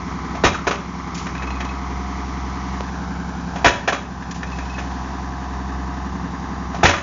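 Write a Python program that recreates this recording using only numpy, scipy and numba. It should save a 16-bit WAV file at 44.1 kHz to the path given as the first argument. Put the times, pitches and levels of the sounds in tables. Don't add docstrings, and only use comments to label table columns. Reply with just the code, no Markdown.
import sys
import numpy as np
from scipy import signal
from scipy.fft import rfft, irfft
from scipy.io import wavfile
from scipy.ndimage import uniform_filter1d
from numba import njit

SR = 44100
rng = np.random.default_rng(int(sys.argv[2]) if len(sys.argv) > 2 else 0)


def pcm_store(signal):
    levels = np.round(np.clip(np.atleast_2d(signal), -1, 1) * 32767)
    wavfile.write(sys.argv[1], SR, levels.astype(np.int16).T)


N = 309582

# frequency in Hz, relative level in dB per Hz.
CRASH_TONE = [(40, -13), (200, -8), (380, 1), (520, -1.5), (700, 0.5), (1300, -2), (1800, -3), (2100, -4.5),
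              (2550, -4), (3400, -8.5), (4700, -14.5), (6200, -10), (7200, -17)]


def undb(db):
    return 10 ** (np.asarray(db) / 20)


def unit(x):
    return x / np.sqrt(np.mean(x ** 2))


def add(track, start_s, sound):
    part = track[int(start_s * SR):][:len(sound)]
    part += sound[:len(part)]


def colour(x, points):
    size = 4096
    hz, db = np.transpose(points)
    f = np.maximum(np.arange(size // 2 + 1) * SR / size, 1)
    shape = undb(np.interp(np.log(f), np.log(hz), db))
    cepstrum = irfft(np.log(shape))
    cepstrum[1:size // 2] *= 2
    cepstrum[size // 2 + 1:] = 0
    response = irfft(np.exp(rfft(cepstrum)))
    return signal.fftconvolve(x, response / np.linalg.norm(response))[:len(x)]


def walk(rate):
    k = int(SR / rate)
    steps = np.repeat(rng.standard_normal(N // k + 1), k)
    smooth = uniform_filter1d(uniform_filter1d(steps, k), k)
    return unit(smooth[:N])


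def fade(t, t60):
    return np.exp(-np.log(1000) * t / t60)


def ring(modes, t, scatter_db, detune):
    out = np.zeros(len(t))
    for hz, db, t60 in modes:
        level, pitch, phase = rng.standard_normal(3)
        tone = np.sin(2 * np.pi * (hz * (1 + detune * pitch) * t + phase))
        out += undb(db + scatter_db * level) * fade(t, t60) * tone
    return out


def effort():
    # start in seconds, end in seconds (where the load begins to go).
    hoists = [(1.26, 2.82), (4.41, 5.96)]
    valve_s, idle_load = .21, 0.094
    free_hz, droop_hz = 65.33, .5
    sag_hz, governor_s = 1.3, .2
    t = np.arange(N) / SR
    lifting = np.zeros(N)
    for start, end in hoists:
        lifting += np.clip((t - start) / valve_s, 0, 1) - np.clip((t - end) / valve_s, 0, 1)
    step = 1 / (governor_s * SR)
    fuel = signal.lfilter([step], [1, step - 1], lifting)
    load = np.clip(idle_load + (1 - idle_load) * lifting, 0, 1)
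    return load, free_hz - droop_hz * lifting - sag_hz * (lifting - fuel)


def ground(x, reflect=0.35):
    # time in seconds, delay of the echo in milliseconds.
    echo_path = [(0, 0.93), (2.7, 0.94), (3.05, 1.33), (3.6, 1.24), (4.5, 1.13), (7.02, 1.046)]
    i = np.arange(N)
    lag = np.interp(i / SR, *np.transpose(echo_path)) * SR / 1000
    return x + reflect * np.interp(i - lag, i, x)


def edge(x):
    # time in seconds, gain at the band's centre in dB.
    edge_level = [(2.75, 2.5), (3.05, -2.5)]
    edge_hz = 2150
    gain = undb(np.interp(np.arange(N) / SR, *np.transpose(edge_level)))
    return x + (gain - 1) * signal.lfilter(*signal.iirpeak(edge_hz, 4, fs=SR), x)


def diesel():
    # multiple of the working cycle,
    # relative level in dB running free, relative level in dB under full load.
    orders = [(5, -45, -50), (6, -32, -26.5), (7, -49.5, -48.5), (8, -39, -43.5), (10, -50, -63),
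              (12, -39.5, -36.5), (14, -52, -59), (15, -38.5, -57.5), (16, -30.5, -35), (17, -43.5, -52.5),
              (18, -36.5, -32.5), (19, -38, -50), (20, -46, -60.5), (21, -54.5, -51.5), (22, -39.5, -45.5),
              (23, -56.5, -66.5), (24, -47, -41), (25, -46, -53.5), (26, -48, -40.5), (27, -59, -45.5),
              (28, -56, -58), (32, -55.5, -61), (34, -50.5, -55), (40, -56, -57)]
    # multiple of the working cycle,
    # relative level in dB running free, relative level in dB under full load.
    whine = [(66.54, -60, -40), (89.4, -59, -41)]
    # frequency in Hz, relative level in dB per Hz.
    block = [(60, -11), (150, 2), (280, 1.5), (420, -0.5), (560, -9.5), (640, -6.5), (710, -3), (830, -3.5),
             (970, -1.5), (1130, -1), (1350, -5.5), (1750, -9.5), (2200, -15), (2800, -23.5), (4500, -27.5)]
    # frequency in Hz, relative level in dB per Hz.
    rush_tone = [(30, -0.5), (300, 0), (1000, 6.5), (3400, 3.5), (4600, 2.5), (6000, 6), (7000, -4.5)]
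    cylinders = 6
    engine_db = .5
    load, firing_hz = effort()
    uneven_hz = firing_hz * (1 + .0015 * walk(14))
    cycle = .8 + np.cumsum(uneven_hz) / SR / cylinders

    drone = np.zeros(N)
    for order, free_db, load_db in orders:
        lag = order ** 2 / 70
        level = undb(free_db + load * (load_db - free_db) + 1.45 * walk(10))
        drone += level * np.cos(2 * np.pi * (order * cycle - lag))
    for multiple, free_db, load_db in whine:
        level = undb(free_db + load * (load_db - free_db) + 1.8 * walk(17))
        drone += level * np.sin(2 * np.pi * multiple * cycle)

    firings = cycle * cylinders
    strength_db = rng.standard_normal(N // 100)[firings.astype(int)]
    knock = unit(undb(strength_db) * (1 + 0.46 * np.exp(-(firings % 1) / 0.23)))
    turn = rng.standard_normal(int(SR * cylinders / firing_hz.mean()))
    repeated = turn[((cycle % 1) * len(turn)).astype(int)]
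    grain = unit(rng.standard_normal(N) + 1.4 * repeated)
    clatter = edge(ground(colour(knock * grain, block)))
    clatter = clatter * undb(-32 + 1.28 * load + 0.18 * walk(13))

    rush = undb(-45.0 + 1.5 * walk(2.7)) * colour(rng.standard_normal(N), rush_tone)
    engine = undb(-3.0) * np.sqrt(2) * drone + clatter
    return undb(engine_db - 1.4 * load) * engine + rush


def leaves():
    # start in seconds, relative level in dB, time constant of the decay in seconds.
    crunches = [(1.144, -23.5, 0.021), (1.171, -27.5, 0.068), (4.309, -21.5, 0.011), (4.343, -31, 0.041)]
    # frequency in Hz, relative level in dB per Hz.
    litter = [(800, -20), (2500, 3.5), (4200, -3), (5600, 2.5), (7000, 0)]
    out, t = np.zeros(N), np.arange(SR // 3) / SR
    for start, db, length in crunches:
        snaps = unit(rng.standard_normal(len(t)) * undb(2 * rng.exponential(size=len(t))))
        swell = 1 - np.exp(-t / 0.0023)
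        add(out, start, undb(db) * snaps * np.exp(-t / length) * swell)
    return colour(out, litter)


def tap():
    start_s, db = 2.8076, -8.5
    out, t = np.zeros(N), np.arange(SR // 50) / SR
    add(out, start_s, undb(db) * np.cos(2 * np.pi * 500 * t) * fade(t, 0.0051))
    return signal.sosfilt(signal.butter(1, 4500, fs=SR, output="sos"), out)


def chain():
    # start in seconds, end in seconds, relative level in dB.
    runs = [(1.383, 1.7, -37.5), (4.43, 4.8, -41)]
    # frequency in Hz, relative level in dB, 60 dB decay in seconds.
    link_modes = [(2545, 5.5, 0.11), (2600, -2, 0.067), (3430, -13.5, 0.037), (4110, -4.5, 0.062),
                  (5870, -18, .04)]
    link_s = .044
    out, t = np.zeros(N), np.arange(SR // 5) / SR
    for start, end, db in runs:
        for s in np.arange(start, end, link_s):
            scrape = rng.standard_normal(len(t)) * np.exp(-t / 0.0099)
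            modes = ring(link_modes, t, scatter_db=0.5, detune=0.0086)
            link = signal.fftconvolve(scrape / np.linalg.norm(scrape), modes)[:len(t)]
            jolt = undb(5.5) * colour(scrape, CRASH_TONE)
            level = undb(db + 2 * rng.standard_normal())
            add(out, s + 0.004 * rng.standard_normal(), level * (link + jolt))
    return out


def steel(db, chatter, favoured_hz, weight_db):
    # frequency in Hz, relative level in dB,
    # 60 dB decay in seconds before the damping below.
    mast = [(267.7, -1.5, 0.96), (406, -5, 0.21), (576, -6, 0.73), (694, 6.5, 0.071), (818, -6, 0.14),
            (977, 2, 0.44), (1120, -7.5, .2), (1328, -2, .2), (1465, -2.5, 0.18), (1500, -1, 0.18),
            (1720, 1, 0.12), (1826, -1, 0.19), (2030, -10, 0.22), (2374, -1.5, 0.24), (2450, 0.5, 0.26),
            (2566, -2.5, 0.65), (2690, -17, 0.34), (3346, -5.5, 0.32), (3834, -6, 0.22),
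            (4850, -16.5, 0.22), (5480, -11.5, 0.32), (6000, -13, .25), (6400, -21, .25)]
    t = np.arange(int(.6 * SR)) / SR
    contact = np.exp(-t / chatter)
    rattle = undb(3.7 * walk(300)[:len(t)]) * 0.22 * fade(t, 26 * chatter)
    crash = colour(rng.standard_normal(len(t)) * (contact + rattle), CRASH_TONE)
    modes = ring(mast, t, scatter_db=1.0, detune=.002) * (1 + 2 * contact)
    onset = 1 - np.exp(-t / 0.00097)
    hit = (crash + undb(-19) * modes * fade(t, 0.94)) * onset
    favoured = signal.lfilter(*signal.iirpeak(favoured_hz, 6.5, fs=SR), hit)
    hit = hit + undb(weight_db) * favoured
    body = signal.sosfilt(signal.butter(1, 1500, fs=SR, output="sos"), hit)
    treble = hit - body
    return undb(db) * (hit - np.exp(-t / (0.33 * chatter)) * treble)


def clanks():
    # start in seconds, relative level in dB, time constant of the chatter in seconds.
    knocks = [(1.266, -26, 0.0067), (1.351, -25.5, .0025), (1.421, -27.5, 0.0054), (1.603, -24, 0.01),
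              (4.222, -34, 0.0087), (4.43, -23, 0.0045), (4.585, -22, 0.0029), (4.781, -28.5, 0.018)]
    out = np.zeros(N)
    for start, db, chatter in knocks:
        add(out, start, steel(db, chatter, favoured_hz=1790, weight_db=4.5))
    return out


def thud(db):
    # frequency in Hz, relative level in dB per Hz.
    soil = [(18, -14), (35, 0), (65, 3.5), (110, -2.5), (200, -10.5), (350, -13), (700, -23), (3000, -50)]
    t = np.arange(SR // 2) / SR
    push = fade(t, .13) * (1 - np.exp(-t / 0.0021))
    return undb(db) * colour(rng.standard_normal(len(t)) * push, soil)


def ram():
    # strike time in seconds, relative level in dB, gap between contacts in
    # seconds, stake resonance in Hz, steel resonance in Hz, relative thud level in dB, relative level
    # of the mast jolt in dB, time from rebound landing to last hop in seconds.
    strikes = [(.437, -8, .012, 435, 1240, -7.5, -24.5, .039),
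               (3.644, -5.5, 0.014, 680, 1680, -4.5, -35, .048),
               (6.831, -6, .022, 716, 1850, -3, -21.5, .045)]
    # delay in gaps, level against the strike
    # in dB, time constant of the chatter in gaps.
    contacts = [(0, -1, 0.96), (1, 2, 0.82), (2.4, -3, 1.0)]
    stake_weight_db, steel_weight_db = 5.5, 0.5
    slide_lead_s, slide_db = .088, -23
    soil_lag_s, jolt_s = .005, .105
    rebound_s, rebound_db, rebound_gap_s = .2315, -4.5, .007
    hop_db = -7.5
    out = np.zeros(N)
    for s, db, gap, stake_hz, steel_hz, thud_db, jolt_db, hop in strikes:
        add(out, s - slide_lead_s, steel(db + slide_db, 0.013, 690, weight_db=11))
        for k, (delay, contact_db, chatter) in enumerate(contacts):
            if k == 0:
                hz, weight_db = stake_hz, stake_weight_db
            else:
                hz, weight_db = steel_hz, steel_weight_db
            add(out, s + delay * gap, steel(db + contact_db, chatter * gap, hz, weight_db))
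        add(out, s + soil_lag_s, thud(thud_db))
        add(out, s + jolt_s, steel(jolt_db, 0.013, 1240, weight_db=16))
        again = s + rebound_s
        add(out, again, steel(db + rebound_db, 0.01, stake_hz, weight_db=10.5))
        add(out, again + rebound_gap_s, steel(db + rebound_db - 3.5, .0075, steel_hz, weight_db=9))
        add(out, again + hop, steel(db + hop_db, 0.013, 1210, weight_db=5))
    return out


def forest(x, t60, wet_db):
    t = np.arange(SR) / SR
    echoes = rng.standard_normal(SR) * fade(t, t60) * (1 - np.exp(-t / 0.026))
    echoes = colour(echoes, [(150, -1.0), (900, -7.0), (2500, -5.5), (7000, -7.5)])
    return x + undb(wet_db) * signal.fftconvolve(x, echoes / np.linalg.norm(echoes))[:N]


def scene():
    driver = forest(ram() + clanks() + chain(), t60=0.45, wet_db=-13)
    return (diesel() + leaves() + tap() + driver)[None]


@njit
def follow(x, attack, release):
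    out, e = np.empty(len(x)), 0.
    for i in range(len(x)):
        e += (x[i] - e) * (attack if x[i] > e else release)
        out[i] = e
    return out


def record(dry, threshold_db=-22, attack_s=0.086, release_s=0.59, ratio=2.1):
    top_hz = 7100
    envelope = follow(np.abs(dry[0]), 1 / (attack_s * SR), 1 / (release_s * SR))
    gain = np.maximum(envelope / undb(threshold_db), 1) ** (1 / ratio - 1)
    clipped = np.clip(dry * gain, -.7, .7)
    return signal.sosfilt(signal.ellip(10, .3, 75, top_hz, fs=SR, output="sos"), clipped)


dry = scene()
out = record(dry)
pcm_store(out)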